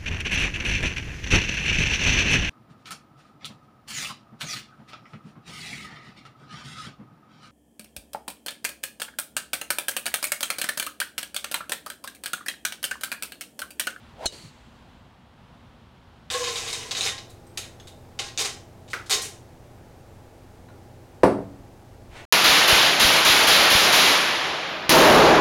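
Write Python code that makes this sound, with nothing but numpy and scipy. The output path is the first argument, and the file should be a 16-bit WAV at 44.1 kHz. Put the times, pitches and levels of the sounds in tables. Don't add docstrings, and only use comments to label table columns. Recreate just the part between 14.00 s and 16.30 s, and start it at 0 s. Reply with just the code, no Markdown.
import sys
import numpy as np
from scipy.fft import rfft, irfft, next_fast_len
from scipy.io import wavfile
from scipy.ndimage import uniform_filter1d, minimum_filter1d, map_coordinates

SR = 44100
rng = np.random.default_rng(int(sys.argv[2]) if len(sys.argv) > 2 else 0)


def wav_out(sig):
    wavfile.write(sys.argv[1], SR, np.round(np.clip(np.atleast_2d(sig).T, -1, 1) * 32767).astype(np.int16))


N = 101429

HIT_S = 0.2575


def amp(db):
    return 10 ** (np.asarray(db) / 20)


def clock():
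    return np.arange(N) / SR


def filtered(x, response):
    size = next_fast_len(len(x) + 8192)
    spectrum = rfft(x, size) * response(np.fft.rfftfreq(size, 1 / SR))
    return irfft(spectrum, size)[:len(x)]


def noise(colour, size=N):
    f, level = np.transpose(colour)

    def response(hz):
        return amp(np.interp(np.log(hz + 1), np.log(f + 1), level))

    x = filtered(rng.standard_normal(size), response)
    return x / x.std()


def delayed(x, seconds):
    return np.interp(clock() - seconds, clock(), x, left=0)


def since_hit():
    return np.maximum(clock() - HIT_S, 0)


def decay(t60):
    t = since_hit()
    return (t > 0) * np.exp(-np.log(1000) * t / t60)


def ring(hz, db, t60):
    return amp(db) * decay(t60) * np.sin(2 * np.pi * hz * since_hit())


def breeze():
    # f/Hz, relative level/dB
    wind_colour = [(12, -42), (20, -13.5), (42, -5), (70, 1), (103, -1.5), (129, -2), (153, -4.5),
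                   (175, -3), (207, -7.5), (238, -1), (266, -9.5), (324, -13), (393, -14.5), (452, -16.5),
                   (505, -14), (565, -14.5), (906, -13), (2270, -24), (3260, -23), (6360, -38),
                   (15500, -49.5)]
    start_db, swell_db, fade_db_per_s = -51, 0.87, 0.5
    swell = map_coordinates(rng.standard_normal(size=64), [clock() * 4], mode="wrap")
    level = start_db + swell_db * swell - fade_db_per_s * clock()
    return amp(level) * noise(wind_colour)


def clothes():
    # f/Hz, relative level/dB
    cloth_colour = [(500, -9), (1800, 3.5), (3500, 0.5), (6000, -11), (10000, -17), (15500, -29)]
    peak_db, peak_s, width_s = -62, 0.056, 0.19
    turning = np.exp(-((clock() - peak_s) / width_s) ** 2)
    return amp(peak_db) * noise(cloth_colour) * turning


def shaft_whirl():
    # t/s, pitch of the whirl f/Hz, level/dB
    swing_path = [(.135, 378.6, -68), (.175, 559, -50.5), (.222, 720.6, -38), (.253, 759.8, -36),
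                  (.272, 490, -46), (.332, 440.6, -50), (.39, 349.7, -57.5), (.445, 250.4, -53.5),
                  (.52, 200.8, -68)]
    # f/Hz, relative level/dB
    whirl_colour = [(150, -23), (380, -15.5), (520, -1), (720, -1), (920, -2), (1120, -17), (2000, -20),
                    (4000, -59.5)]
    normal_hz = 700
    t = clock()
    s, pitch, level = np.transpose(swing_path)
    travel = np.cumsum(np.interp(t, s, pitch)) / normal_hz
    whirl = map_coordinates(noise(whirl_colour), [travel], mode="wrap")
    return whirl * amp(np.interp(t, s, level, left=-120, right=-120))


def head_rush():
    # f/Hz, relative level/dB
    rush_colour = [(300, -17.5), (1200, -10.5), (1700, -5), (3500, -3), (5500, -11), (9000, -18.5),
                   (15000, -30.5)]
    peak_db, rise_s, fall_s = -42, 0.049, 0.013
    lead = clock() - HIT_S
    swell = np.exp(-np.abs(lead) / np.where(lead < 0, rise_s, fall_s))
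    fade_in = np.clip(1 + lead / 0.13, 0, 1)
    return amp(peak_db) * noise(rush_colour) * swell * fade_in


def contact():
    # f/Hz, relative level/dB
    crack_colour = [(150, -26), (700, 1.5), (1400, -2), (2400, 0.5), (4200, -1), (5200, -12), (7500, 2.5),
                    (9500, -0.5), (12000, -16.5), (15500, -15)]
    # f/Hz, starting level/dB, time to fall 60 dB t/s
    ball_modes = [(197, -9, 0.016), (580, 3, 0.0049), (1433, -2.5, 0.0043), (2490, -0.5, 0.0085)]
    crack_db, crack_t60_s = -3, 0.017
    turf_delay_s, turf_db = 0.0031, -6
    crack = amp(crack_db) * noise(crack_colour) * decay(crack_t60_s)
    knock = sum(ring(hz, db, t60) for hz, db, t60 in ball_modes)
    direct = crack - knock
    return direct + amp(turf_db) * delayed(direct, turf_delay_s)


def head_ring():
    # f/Hz, starting level before the build-up/dB, time to fall 60 dB t/s
    head_modes = [(2918, -29.5, 0.16), (3040, -20.5, 0.057), (3705, -29, 0.15), (3885, -17, 0.1),
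                  (3976, -15, 0.07), (4082, -8.5, 0.046), (4228, -5.5, 0.039), (4255, -3.5, 0.04),
                  (5200, -36, 0.16), (5516, -19.5, 0.052), (5924, -14.5, 0.044), (6210, -16.5, 0.075),
                  (6290, -12.5, 0.049), (6985, -17.5, 0.057), (7123, -15.5, 0.051), (7623, -28, .08),
                  (8370, -28, .036), (8540, -27, 0.058), (9220, -25, .05)]
    # f/Hz, relative level/dB
    shimmer_colour = [(1800, -42), (2900, -8.5), (3400, -4), (4100, 0.5), (4800, -10.5), (6300, -3),
                      (8500, 6), (11000, -17), (15500, -21)]
    shimmer_db, shimmer_t60_s = -21.5, 0.075
    rise_s = 0.0014
    modes = sum(ring(hz, db, t60) for hz, db, t60 in head_modes)
    shimmer = amp(shimmer_db) * noise(shimmer_colour) * decay(shimmer_t60_s)
    build_up = 1 - np.exp(-since_hit() / rise_s)
    return (modes + shimmer) * build_up


def air_push():
    return ring(hz=41.3, db=-24.5, t60=0.091)


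def flight():
    # f/Hz, relative level/dB
    hiss_colour = [(500, -9.5), (1000, -10), (2200, -19), (2950, -5), (3600, -14), (4200, 2.5), (4480, 2),
                   (4640, 3), (4880, -11), (6500, -7.5), (9400, -10), (11000, -18.5), (15500, -30)]
    hiss_db, rise_s, fade_db_per_s = -43, 0.049, 49.5
    near_s, gone_s = 0.24, 0.03
    t = since_hit()
    rise = np.minimum(t / rise_s, 1)
    fade_out = (1 - np.tanh((t - near_s) / gone_s)) / 2
    leaving = amp(-fade_db_per_s * t) * fade_out
    return amp(hiss_db) * noise(hiss_colour) * rise * leaving


def scatter():
    # f/Hz, relative level/dB
    tail_colour = [(500, -18), (2000, 2), (4200, 0.5), (5300, -9), (7500, -6), (11000, -23), (15500, -26)]
    start_db, t60_s = -49, 1.56
    return amp(start_db) * noise(tail_colour) * decay(t60_s)


def foot():
    # f/Hz, relative level/dB
    foot_colour = [(25, -20), (70, -6), (160, 4.5), (280, -17), (500, -24), (1500, -50)]
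    start_s, peak_db, rise_s = 0.43, -44, 0.016
    u = np.maximum(clock() - start_s, 0) / rise_s
    press = u * np.exp(1 - u)
    return amp(peak_db) * noise(foot_colour) * press


def scene():
    swing = shaft_whirl() + head_rush()
    strike = contact() + head_ring() + air_push()
    return (breeze() + clothes() + swing + strike + flight() + scatter() + foot())[None]


def record(dry):
    ceiling_db, limit_hold_s = -14.5, 0.0007
    dip_db, dip_lag_s, dip_hold_s, dip_ease_s = -7, 0.011, 0.04, 0.0024
    top_hz = 15800
    x = dry[0]
    hold = max(int(limit_hold_s * SR), 2)
    needed = np.minimum(1, amp(ceiling_db) / (np.abs(x) + 1e-9))
    limit = uniform_filter1d(minimum_filter1d(needed, hold), hold)
    last_overload = np.maximum.accumulate(np.where(needed < 1, clock(), -1))
    overloaded = 1.0 * (clock() - last_overload < dip_hold_s)
    dipped = delayed(overloaded, dip_lag_s)
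    eased = uniform_filter1d(dipped, max(int(dip_ease_s * SR), 1))
    dip = amp(dip_db * eased)
    return filtered(x * limit * dip, lambda hz: hz < top_hz)[None]


dry = scene()
out = record(dry)
wav_out(out)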